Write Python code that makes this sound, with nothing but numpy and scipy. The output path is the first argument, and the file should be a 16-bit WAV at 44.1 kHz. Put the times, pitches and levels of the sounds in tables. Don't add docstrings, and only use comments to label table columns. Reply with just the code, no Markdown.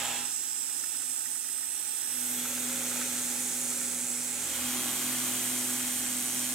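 import sys
import numpy as np
from scipy import signal
from scipy.fft import rfft, irfft, next_fast_len
from scipy.io import wavfile
from scipy.ndimage import uniform_filter1d, map_coordinates

SR = 44100
rng = np.random.default_rng(int(sys.argv[2]) if len(sys.argv) > 2 else 0)


def nominal_scale(level):
    x = np.asarray(level, float) / 20
    return 10 ** x


def wav_out(sig):
    wavfile.write(sys.argv[1], SR, np.round(np.clip(np.atleast_2d(sig).T, -1, 1) * 32767).astype(np.int16))


N = 288414
TIME = np.arange(N) / SR
FFT_SIZE = next_fast_len(N, True)

# start in seconds, end in seconds.
DISSOLVES = [
    (-.2, .33),
    (2.03, 2.51),
    (4.33, 4.8),
]
# jet in dB, frame in dB.
JOB_DB = [(6, -31.5), (-0.5, -41.5), (3, -41), (5, -35)]
MID_JOB_S = [.1, 1.2, 3.3, 5.6]

# frequency in Hz, level in dB per Hz.
JET_SMALL_CUTTER = [
    ([(4130, -76.2), (5000, -78.7), (6890, -74.0), (7580, -69.9), (9470, -79.7), (10850, -77.6), (11370, -81.1), (15500, -84.1)], [(4130, -74.1), (5000, -77.1), (7060, -69.1), (7750, -62.7), (9470, -76.3), (10680, -72.5), (14990, -79.0), (15500, -82.2)]),
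    ([(4050, -84.5), (4480, -86.4), (5340, -76.1), (5940, -84.5), (6550, -85.3), (7580, -73.0), (9470, -83.0), (10340, -80.8), (10770, -74.3), (11280, -84.2), (14210, -80.7), (14640, -86.6), (15590, -86.0)], [(4050, -81.8), (4480, -85.1), (5770, -73.1), (7060, -74.9), (7670, -62.4), (8530, -63.6), (9390, -75.8), (10680, -70.3), (11110, -75.7), (11630, -74.1), (12490, -80.8), (13180, -75.6), (15590, -82.7)]),
]
JET_LARGE_CUTTER = [
    ([(4050, -78.7), (4820, -80.5), (5770, -76.4), (6120, -77.1), (6460, -73.5), (6980, -74.1), (7840, -68.5), (8530, -72.4), (9390, -71.7), (10160, -76.1), (10770, -75.2), (11710, -79.1), (15590, -84.9)], [(4050, -78.7), (5340, -78.0), (6200, -72.2), (6550, -67.6), (6980, -70.6), (7490, -66.0), (8270, -65.5), (8610, -68.7), (9730, -68.5), (10340, -74.7), (13780, -76.1), (14730, -81.5), (15590, -80.8)]),
    ([(4050, -77.6), (4820, -80.8), (6200, -74.8), (6550, -71.8), (6800, -73.4), (7580, -69.7), (8700, -71.5), (9040, -69.8), (10080, -73.9), (13010, -75.2), (13350, -77.8), (14380, -76.8), (15590, -80.6)], [(4050, -76.9), (5430, -76.7), (5770, -71.4), (6290, -72.8), (6720, -68.1), (6980, -70.6), (8440, -65.7), (8790, -69.6), (9130, -67.2), (10770, -74.8), (12060, -72.7), (14470, -76.8), (15590, -81.2)]),
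]
JET = JET_SMALL_CUTTER + JET_LARGE_CUTTER
# frequency in Hz, likeness from 0 to 1.
JET_ALIKE = [
    [(4500, .2), (5000, .75), (5500, .6), (6600, .45), (7500, .85), (10000, .7), (12500, .5), (15000, .6)],
    [(4500, .45), (6000, .45), (7700, .8), (11000, .5), (15000, .3)],
    [(5000, .15), (6500, .55), (9000, .7), (12000, .55), (15000, .6)],
]
# frequency in Hz, lead in radians.
JET_LEAD = [
    [(4500, .9), (5100, .2), (5300, 3), (5800, 2.9), (6100, 1.7), (6450, 2.8), (6800, .5), (7300, 2.5),
     (7900, 2.4), (8200, 1.7), (9300, 1.4), (11500, 2.7), (14300, 2.9), (15000, 1.9)],
    [(4000, .3), (6000, .8), (7500, .3), (12000, 1.2), (15000, 1.4)],
    [(4000, -.3), (6000, -1.1), (8000, -.4), (10500, -.9), (15000, -.6)],
]
JET_BANDS = (4570, 8200, 11000, 18000)
JET_LEFT_DB = [0, -1.2, -.5, 0]
# rate in Hz, depth from 0 to 1.
CHOP = [(124, 0.2), (64.2, 0.08), (123.7, 0.11), (124.55, 0.18)]
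# time in seconds, jet core in dB.
AIR = [(0, -36), (.35, -39.5), (1.05, -41), (1.77, -43), (2.06, -42.5), (2.3, -39.5), (2.71, -37.5),
       (3.22, -37), (3.6, -37), (4.3, -38.5), (4.64, -39), (5.4, -37.5), (6.1, -38.5), (6.36, -37.5),
       (6.54, -38.5)]
# upper band at mid job in dB,
# its drift in dB per second, top band at mid job in dB, its drift in dB per second.
AIM = [(-8, -6, -9, 0.1), (-1, 3.5, -5.5, 3), (-1.5, 1.5, -6.5, -2.5), (0, 0.5, -2.5, -1.2)]
# peak in seconds, length in seconds, level in dB from the core.
FLARE = (2.28, 0.46, -4)
# frequency in Hz, level in dB per Hz.
RIM = [(9000, -60), (10600, -12), (11200, 2), (12800, -6), (13600, -6), (15500, -40)]
# start in seconds,
# end in seconds, frequency at start in Hz, frequency at end in Hz, gain in dB.
GAP_LEFT = [(-.2, .9, 8200, 8200, -3), (.1, 1.4, 6600, 6600, -3.5), (-.2, 2, 5900, 5900, -2.5),
            (-.2, 2.1, 13700, 13700, -2), (.5, 2.1, 11800, 11800, -1), (1, 2.7, 7750, 7500, -1.5),
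            (.2, 3.4, 3500, 3500, 2.5), (.2, 3, 4200, 4200, -2.5), (.1, .8, 10800, 10800, 3),
            (.7, 1.8, 5000, 5000, -2), (2.3, 3.1, 8400, 8700, 3), (2.3, 2.9, 13200, 13000, 3),
            (2.1, 2.6, 5200, 5200, 3), (2.1, 2.6, 15600, 15600, 3.5), (3, 3.5, 7300, 7300, -2.5),
            (3.7, 4.4, 6500, 6900, -2), (3.7, 4.4, 10500, 10600, -3), (3.9, 4.5, 8700, 8600, -3),
            (4.45, 5.7, 10400, 10400, 3.5), (4.4, 5.2, 5100, 4600, 3), (4.8, 6.7, 9400, 9400, -2.5),
            (4.7, 5.2, 1100, 1100, 2.5), (6, 6.7, 4400, 4300, 3), (.4, 1.6, 950, 950, 2.5),
            (2.7, 3.5, 15400, 15400, -3), (4.3, 6.7, 13900, 13800, 2), (2.9, 4.2, 2600, 3100, -2),
            (2.05, 2.7, 10800, 13300, 2.5), (5.9, 6.7, 1250, 1200, -3)]
GAP_RIGHT = [(-.2, 1, 8250, 8250, -4), (.2, 1.3, 7650, 7650, 2), (.8, 1.9, 8650, 8600, 2.5),
             (1.9, 2.9, 7350, 7400, -3), (.3, 1.05, 9300, 9300, 3), (-.2, .7, 6100, 6000, -3),
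             (.2, 2.2, 4400, 4700, 2.5), (-.2, 1.5, 13200, 13200, -2.5), (.8, 3.4, 6800, 6400, 2.5),
             (2.2, 2.9, 8300, 8200, 2), (2.8, 3.2, 9600, 9600, -3.5), (2.45, 2.9, 10600, 10700, 3),
             (3.3, 4.4, 9600, 9700, 2), (3.3, 4.1, 10800, 10700, 2), (3.4, 4.3, 8400, 8600, -3),
             (3.8, 4.8, 7900, 7200, 3), (1.8, 4.6, 5600, 5700, 3), (2.1, 4.4, 4000, 3800, -3),
             (4.6, 6.4, 3800, 3800, -2), (4.3, 5.3, 5100, 4500, 3), (4.6, 5.7, 10200, 10300, 3),
             (4.8, 6.3, 11900, 11400, 2.5), (4.7, 6.4, 12900, 12700, -2.5), (5.5, 6, 8400, 8400, 3),
             (3.7, 4.3, 13100, 13100, -2.5), (4.7, 5.2, 1100, 1100, 2.5), (3.05, 3.7, 13100, 12100, 2.5),
             (2.05, 2.8, 15600, 15300, 3), (3.9, 4.4, 15600, 15600, 3), (3.3, 3.8, 7600, 7500, -2),
             (2.05, 2.7, 10800, 13300, 3.5), (2.05, 2.6, 4650, 4850, -3.5)]

# frequency in Hz, level in dB per Hz.
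FRAME_SMALL_CUTTER = [
    [(59, -42), (100, -18), (128, -20), (189, -26), (246, 7), (280, -18), (605, -6), (813, 2.5), (1130, -7),
     (1290, -1.5), (2350, -4.5), (3380, -10), (5000, -11), (6500, -48), (11000, -120)],
    [(59, -47), (100, -8), (129, -17), (152, -21), (216, -18), (249, 0.5), (340, -10), (564, -13),
     (601, -19.5), (829, -7), (1050, -13.5), (1200, -8.5), (1850, -5), (2270, -9.5), (2840, 6), (4600, 9),
     (5980, -37), (10100, -120)],
]
FRAME_LARGE_CUTTER = [
    [(59, -46), (100, -31), (192, -12.5), (216, -21.5), (246, 1), (320, -18), (474, -14), (531, -9.5),
     (605, -16), (840, -13.5), (1060, -18), (1420, -13.5), (2430, -12.5), (2870, -18), (5000, -12),
     (6500, -49), (11000, -120)],
    [(59, -45), (100, -24), (129, -28), (181, -18), (220, -13), (246, 4), (271, -6.5), (299, -12),
     (419, -20), (812, -15.5), (880, -15.5), (1600, -14.5), (2720, -10), (3190, -8.5), (4700, -8),
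     (6110, -52), (10300, -120)],
]
FRAME = FRAME_SMALL_CUTTER + FRAME_LARGE_CUTTER
# frequency in Hz, likeness from 0 to 1.
FRAME_ALIKE = [(100, 0.88), (400, 0.83), (800, 0.65), (2500, 0.68), (3500, 0.57), (4000, 0.2), (4500, 1)]
# frequency in Hz, lead in radians.
FRAME_LEAD = [(3600, 0), (3950, 2.3), (4400, .9)]
FRAME_BALANCE_DB = [-3.5, -2, -1.5, -1.5]
FRAME_BANDS = (105, 2600, 4470)
# time in seconds, level in dB.
LOAD = [(0, -39.5), (.18, -44), (.35, -53.5), (.9, -53), (1.42, -55), (2.09, -51.5), (2.42, -46),
        (2.97, -44.5), (3.53, -47), (4.2, -48.5), (4.46, -45.5), (4.66, -43), (5.34, -43.5), (6.1, -45.5),
        (6.54, -45)]
# level at mid job in dB, drift in dB per second.
EDGE = [(-1.2, 3), (0, 0), (-1.05, -0.5), (-0.55, -0.3)]
# frequency in Hz, width in Hz, gain in dB.
CASTING = [
    [(870, 50, -5), (1240, 30, 4), (2580, 50, 3)],
    [(855, 45, 3), (760, 40, -2), (620, 40, 2.5), (1130, 50, -3), (150, 20, -3)],
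    [(820, 30, 2), (480, 25, -2), (420, 30, 2.5), (140, 15, -5), (730, 40, -2)],
    [(815, 30, 4), (2900, 90, 2.5), (3110, 50, -1.5), (3230, 60, 2), (3380, 50, -3), (270, 15, -3),
     (190, 15, -4), (880, 30, -3)],
]
# frequency in Hz, level in dB per Hz.
RUMBLE = [(13, -51), (22, -13), (54, -5), (70, -4), (92, -4), (115, 11), (150, -29), (250, -120)]
RUMBLE_DB = [-75, -83, -74.5, -65.5]
# peak in seconds, length in seconds, rumble in dB,
# second order in dB.
LURCHES = [
    (2.6, 0.68, -72, -70),
    (3.11, 0.13, -71, -68),
    (4.57, 0.3, -81, -58),
]

# frequency in Hz, level in dB.
FIRST_TONES = [(82.5, -63), (123.8, -55), (165, -63), (247.6, -46), (333, -60), (454, -58), (824.6, -44),
               (989.5, -52), (1324, -55), (1690, -54), (2643, -56), (2799, -56), (3499, -54)]
# frequency in Hz, level in dB.
SLOT_TONES = [(64.2, -87), (128.5, -76)]
# frequency in Hz, level in dB.
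SLOT_RATTLE = [(248, -73), (258, -69), (296.1, -72)]
# time in seconds, frequency in Hz.
WHINE = [
    (3263, -57),
    (4.4, 3275),
    (6.54, 3195),
]
# free sixth order in Hz, loaded sixth order in Hz,
# bite in seconds, sag time in seconds.
SHAFT = [
    (249.7, 247.4, 2.22, .16),
    (249.145, 249.145, 4.4, .16),
]
# sixth in dB over the load, then third, ninth and second in dB from the sixth.
STRONG_DB = [
    (-0.5, -16.5, -21, -27),
    (0.8, -13, -20, -40),
]
# multiple of the shaft's rate, level in dB from the sixth.
POCKET_ORDERS = [(4, -19.5), (5, -35), (7, -15), (8, -16.5), (12, -19), (13, -15), (14, -16.5), (20, -22),
                 (32, -14), (35, -14.5)]
FACING_ORDERS = [(1, -32), (4, -24), (5, -16), (7.08, -14), (8, -16.5), (10, -25), (12, -20), (13, -17.5),
                 (17, -17), (23, -24), (32, -21), (35, -14), (38, -15)]
# order, start in seconds, end in seconds, gain in dB.
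SINGING = [(9, 2.86, 3.02, 5), (9, 3.28, 4.2, 8.5), (6, 3.75, 4.2, 1.5), (9, 4.72, 5.1, 8),
           (9, 5.2, 5.8, 8), (9, 6.05, 6.52, 5), (13, 2.68, 3.12, 8), (13, 3.55, 4.22, 7),
           (6, 2.12, 2.4, 4.5), (6, 4.36, 4.55, -2.5), (6, 4.8, 5.1, -2), (3, 2.16, 2.34, 6),
           (3, 3.6, 4.4, 2), (3, 4.7, 5.08, -2), (6, 2.4, 2.9, 1.5), (3, 5.08, 5.5, 1.5),
           (6, 5.5, 5.85, 1.5), (13, 4.45, 4.56, 8), (13, 3.72, 3.86, 3), (8, 4.4, 5.3, 4)]

# peak in seconds, length in seconds, frequency in Hz, level in dB.
RUBS = [(.08, 0.32, 3300, -48), (.1, 0.4, 2690, -51.5), (2.4, 0.067, 3340, -48), (2.534, 0.11, 3440, -58),
        (2.975, 0.05, 2450, -50), (3.04, .045, 2430, -49)]
# time in seconds, peak in dB, upper modes in dB.
KNOCKS = [(.3826, -48, -2), (.433, -50, 1), (.9269, -50, -4), (1.7465, -51, 0), (1.8229, -53, -2),
          (1.8673, -48, -3), (2.0189, -46, -2), (2.1026, -45, -1), (3.8132, -39, -1), (4.8224, -43, -5),
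          (4.9259, -45, -5), (5.0217, -35, -9), (5.4522, -39, -5), (5.71, -40, -5), (5.804, -41, -3),
          (6.0025, -41, -3), (6.1163, -44, -4), (6.3592, -44, -3), (6.4669, -44, -3), (0.693, -46, 2),
          (.8054, -53, -2), (0.838, -42, 1), (0.945, -40, -10), (1.0074, -46, 0), (1.0194, -42, -5),
          (1.2062, -44, -3), (1.256, -43, 3.5), (1.3548, -43, 0), (1.443, -49, 3), (1.4865, -42, -3),
          (1.5806, -44, -3), (1.629, -44, 2), (1.723, -51, -2), (2.454, -32.5, -21), (2.577, -32, -15.5),
          (2.6285, -37, -15), (2.6968, -39, -18), (2.793, -37, -15), (2.818, -36, -12), (2.9144, -33, -7),
          (2.9582, -35, -12), (3.014, -30, -4), (3.131, -39, -15), (3.204, -39, -6), (3.3045, -45, -8.5),
          (3.717, -36, -17)]
# frequency in Hz, level in dB, 60 dB decay time in seconds.
WORK_MODES = [(1330, -1, .028), (1480, -1, .028), (1720, -3, .035), (1900, 0, .045), (2400, -8, .03)]


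def along(points, hz):
    f, v = np.transpose(points)
    return np.interp(np.log(hz + 1), np.log(f + 1), v)


def curves(rows):
    s, *columns = np.transpose(rows)
    return [np.interp(TIME, s, column) for column in columns]


def wobble(rate):
    return map_coordinates(rng.standard_normal(int(N * rate / SR) + 4), [TIME * rate])


def bump(peak_s, length_s):
    return np.exp(-((TIME - peak_s) / (length_s / 2)) ** 2)


def fades():
    rise = [np.clip((TIME - start) / (end - start), 0, 1) for start, end in DISSOLVES]
    return np.array([1 - rise[0], rise[0] - rise[1], rise[1] - rise[2], rise[2]])


def mix(layers, gains):
    gains = gains / np.sqrt((gains ** 2).sum(0))
    return sum(gain * layer for gain, layer in zip(gains, layers))


def enclosure(wet_db, t60):
    t = TIME[:SR // 4]
    tail = rng.standard_normal((2, len(t))) * nominal_scale(-60 * t / t60)
    tail[1] = 0.69 * tail[0] + 1.3 * tail[1]
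    return 1 + nominal_scale(wet_db) * rfft(tail / np.linalg.norm(tail[0]), FFT_SIZE)


def rush(left, right, alike, lead, patchy_db, edges_hz, wet_db):
    _, _, cells = signal.stft(rng.standard_normal((2, N)), nperseg=512)
    patches = uniform_filter1d(rng.standard_normal(cells.shape[1:]), 5, 0)
    patches = uniform_filter1d(patches, 16, 1)
    patchy = cells * nominal_scale(patchy_db * patches / patches.std())
    shared, private = rfft(signal.istft(patchy, nperseg=512)[1][:, :N], FFT_SIZE)

    hz = np.fft.rfftfreq(FFT_SIZE, 1 / SR)
    share = np.clip(along(alike, hz) + 0.15 * (hz > 6500), 0, 1)
    other = share * shared + np.sqrt(1 - share ** 2) * private
    other = other * np.exp(1j * along(lead, hz))
    pair = np.array([shared * nominal_scale(along(left, hz)), other * nominal_scale(along(right, hz))])
    pair = pair * enclosure(wet_db, t60=0.078)

    below = [1 / (1 + (hz / edge) ** 28) for edge in edges_hz]
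    bands = [irfft(pair * (high - low), FFT_SIZE)[:, :N] for low, high in zip(below, below[1:])]
    return [band / band.mean(0).std() for band in bands]


def flutes(chop_hz, depth):
    swing = depth * nominal_scale(0.65 * wobble(4.2))
    return 1 + swing * np.sin(2 * np.pi * chop_hz * TIME + 1.46 * wobble(2.525))


def jet():
    rim, = rush(RIM, RIM, JET_ALIKE[1], JET_LEAD[1], patchy_db=1.5, edges_hz=(9000, 18000), wet_db=-14)
    peak_s, length_s, flare_db = FLARE
    flare = nominal_scale(flare_db) * bump(peak_s, length_s)
    layers = []
    for k, ((left, right), (chop_hz, depth)) in enumerate(zip(JET, CHOP)):
        place = (1, 0, 1, 2)[k]
        core, upper, top = rush(left, right, JET_ALIKE[place], JET_LEAD[place],
                                patchy_db=.9, edges_hz=JET_BANDS, wet_db=-14)
        upper_db, upper_drift, top_db, top_drift = AIM[k]
        since = np.clip(TIME - MID_JOB_S[k], -1.1, .75)
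        air = core + nominal_scale(upper_db + upper_drift * since) * upper
        air = air + nominal_scale(top_db + top_drift * since) * top
        layers.append(nominal_scale([[JET_LEFT_DB[k]], [0]]) * flutes(chop_hz, depth) * air)
    jobs = mix(layers, fades() * nominal_scale(np.array(JOB_DB)[:, :1]))
    return nominal_scale(curves(AIR)[0] + 0.052 * wobble(22)) * (jobs + flare * rim)


def cast(x, modes):
    hz = np.fft.rfftfreq(FFT_SIZE, 1 / SR)
    gain_db = sum(db * np.exp(-((hz - centre) / width) ** 2) for centre, width, db in modes)
    return irfft(rfft(x, FFT_SIZE) * nominal_scale(gain_db), FFT_SIZE)[:, :N]


def lurch(column):
    return sum(nominal_scale(row[column]) * bump(row[0], row[1]) for row in LURCHES)


def frame():
    layers = []
    for k, (chop_hz, depth) in enumerate(CHOP):
        right = [(hz, db - 9 * (230 < hz < 260)) for hz, db in FRAME[k]]
        left = [(hz, db + FRAME_BALANCE_DB[k] * min(hz / 1500, 1)) for hz, db in right]
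        low, cut = rush(left, right, FRAME_ALIKE, FRAME_LEAD,
                        patchy_db=0.31, edges_hz=FRAME_BANDS, wet_db=-15)
        edge_db, drift = EDGE[k]
        since = np.clip(TIME - MID_JOB_S[k], -1.2, 1.2)
        body = nominal_scale(0.14) * low + nominal_scale(edge_db + drift * since) * cut
        layers.append(flutes(chop_hz, 0.81 * depth) * cast(body, CASTING[k]))
    jobs = mix(layers, fades() * nominal_scale(np.array(JOB_DB)[:, 1:]))
    rumble, = rush(RUMBLE, RUMBLE, [(30, 0.73), (100, 0.52)], [(100, 0)],
                   patchy_db=-3.0, edges_hz=(15, 112), wet_db=-35)
    stand = nominal_scale(RUMBLE_DB) @ fades() + lurch(column=2)
    return nominal_scale(curves(LOAD)[0] + 0.056 * wobble(10)) * jobs + stand * rumble


def spell(t, start, end, edge_s):
    return np.clip(np.minimum(t - start, end - t) / edge_s + .5, 0, 1)


def gap(air):
    width_hz, swell_s = 300, .3
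    hz, t, cells = signal.stft(air, SR, nperseg=512)
    for port, rows in zip(cells, (GAP_LEFT, GAP_RIGHT)):
        gain_db = 0
        for start, end, from_hz, to_hz, db in rows:
            centre = np.interp(t, [start, end], [from_hz, to_hz])
            band = np.exp(-((hz[:, None] - centre) / width_hz) ** 2)
            gain_db = gain_db + db * spell(t, start, end, swell_s) * band
        port *= nominal_scale(gain_db)
    return signal.istft(cells, SR, nperseg=512)[1][:, :N]


def tones(lines, phase, unsteady_db, rate, waver, free=1):
    total = 0
    for multiple, db in lines:
        size = np.sqrt(2) * nominal_scale(db + unsteady_db * wobble(rate))
        angle = multiple * phase + waver * wobble(rate) + free * rng.uniform(0, 2 * np.pi)
        total = total + size * np.sin(angle)
    return total


def singing(order):
    return sum(db * spell(TIME, start, end, edge_s=0.081)
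               for k, start, end, db in SINGING if round(k) == order)


def whine(turn):
    twin_phase = 2 * np.pi * np.cumsum(curves(WHINE[1:])[0]) / SR
    twin = tones([(1, -57)], twin_phase, unsteady_db=3.5, rate=30, waver=1.1)
    fading = nominal_scale(-2.5 * (TIME - 5.3))
    return twin + fading * tones(WHINE[:1], turn, unsteady_db=2.5, rate=20, waver=.4)


def large_cutter(shaft_row, strong_row, weak):
    free_hz, loaded_hz, bite_s, sag_s = shaft_row
    sixth_db, third_db, ninth_db, second_db = strong_row
    sixth_hz = np.interp(TIME, [bite_s, bite_s + sag_s], [free_hz, loaded_hz])
    shaft = 2 * np.pi * np.cumsum(sixth_hz / 6) / SR
    orders = tones([(6, singing(order=6))], shaft, unsteady_db=1.4, rate=26, waver=.1, free=0)
    strong = [(3, third_db + singing(order=3)), (9, ninth_db + singing(order=9)), (2, second_db)]
    orders += tones(strong, shaft, unsteady_db=1.2, rate=18, waver=.35, free=0)
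    weak = [(k, db + singing(order=round(k))) for k, db in weak]
    orders += nominal_scale(-3.0) * tones(weak, shaft, unsteady_db=2.0, rate=10, waver=0.16)
    load_db = uniform_filter1d(curves(LOAD)[0], SR // 4)
    return nominal_scale(load_db + sixth_db) * orders


def spindle():
    gain, turn = fades(), 2 * np.pi * TIME
    hum = gain[0] ** .68 * tones(FIRST_TONES, turn, unsteady_db=1.2, rate=25, waver=.25)
    hum += gain[1] * tones(SLOT_TONES, turn, unsteady_db=1.5, rate=8, waver=.3)
    hum += gain[1] * tones(SLOT_RATTLE, turn, unsteady_db=3, rate=24, waver=.9)
    hum += gain[3] * whine(turn)
    named = [k for k, _ in FACING_ORDERS] + [2, 3, 6, 9]
    comb = [(k, -24.5 + 4 * rng.standard_normal()) for k in range(11, 41) if k not in named]
    hum += gain[2] ** 0.5 * large_cutter(SHAFT[0], STRONG_DB[0], POCKET_ORDERS)
    hum += gain[3] ** 0.5 * large_cutter(SHAFT[1], STRONG_DB[1], FACING_ORDERS + comb)
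    hum += lurch(column=3) * tones([(83, 0)], turn, unsteady_db=1.5, rate=15, waver=.3)
    return hum * nominal_scale(np.array([[.3], [-.3]]))


def rubs():
    return sum(bump(peak_s, length_s)
               * tones([(hz, db)], 2 * np.pi * TIME, unsteady_db=4, rate=260, waver=1.7)
               for peak_s, length_s, hz, db in RUBS)


def chips():
    crack_db, crack_t60 = -2, 0.011
    out, t = np.zeros(N + SR), TIME[:SR // 8]
    for s, db, upper_db in KNOCKS:
        knock = out[round(s * SR):][:len(t)]
        snap = np.diff(uniform_filter1d(rng.standard_normal(len(t) + 1), size=6))
        knock += nominal_scale(db + crack_db - 60 * t / crack_t60) * snap / snap.std()
        for hz, level, t60 in WORK_MODES:
            mode_db = db + 1.0 + level + (upper_db - 0.5) * (hz > 1600)
            size = nominal_scale(mode_db - 60 * t / t60) * (1 - np.exp(-t / 0.0013))
            knock += size * np.sin(2 * np.pi * hz * rng.normal(1, 0.024) * t)
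    return out[:N]


def scene():
    return gap(jet() + frame()) + spindle() + rubs() + chips()


def band_limit(x):
    return signal.sosfilt(signal.butter(12, 15885, fs=SR, output="sos"), x)


def record(dry):
    top_hz, slope_hz = 15905, 130
    hz = np.fft.rfftfreq(FFT_SIZE, 1 / SR)
    passband = np.clip((top_hz - hz) / slope_hz, 0, 1)
    kept = irfft(rfft(dry, FFT_SIZE) * passband, FFT_SIZE)[:, :N]
    return band_limit(kept)


dry = scene()
out = record(dry)
wav_out(out)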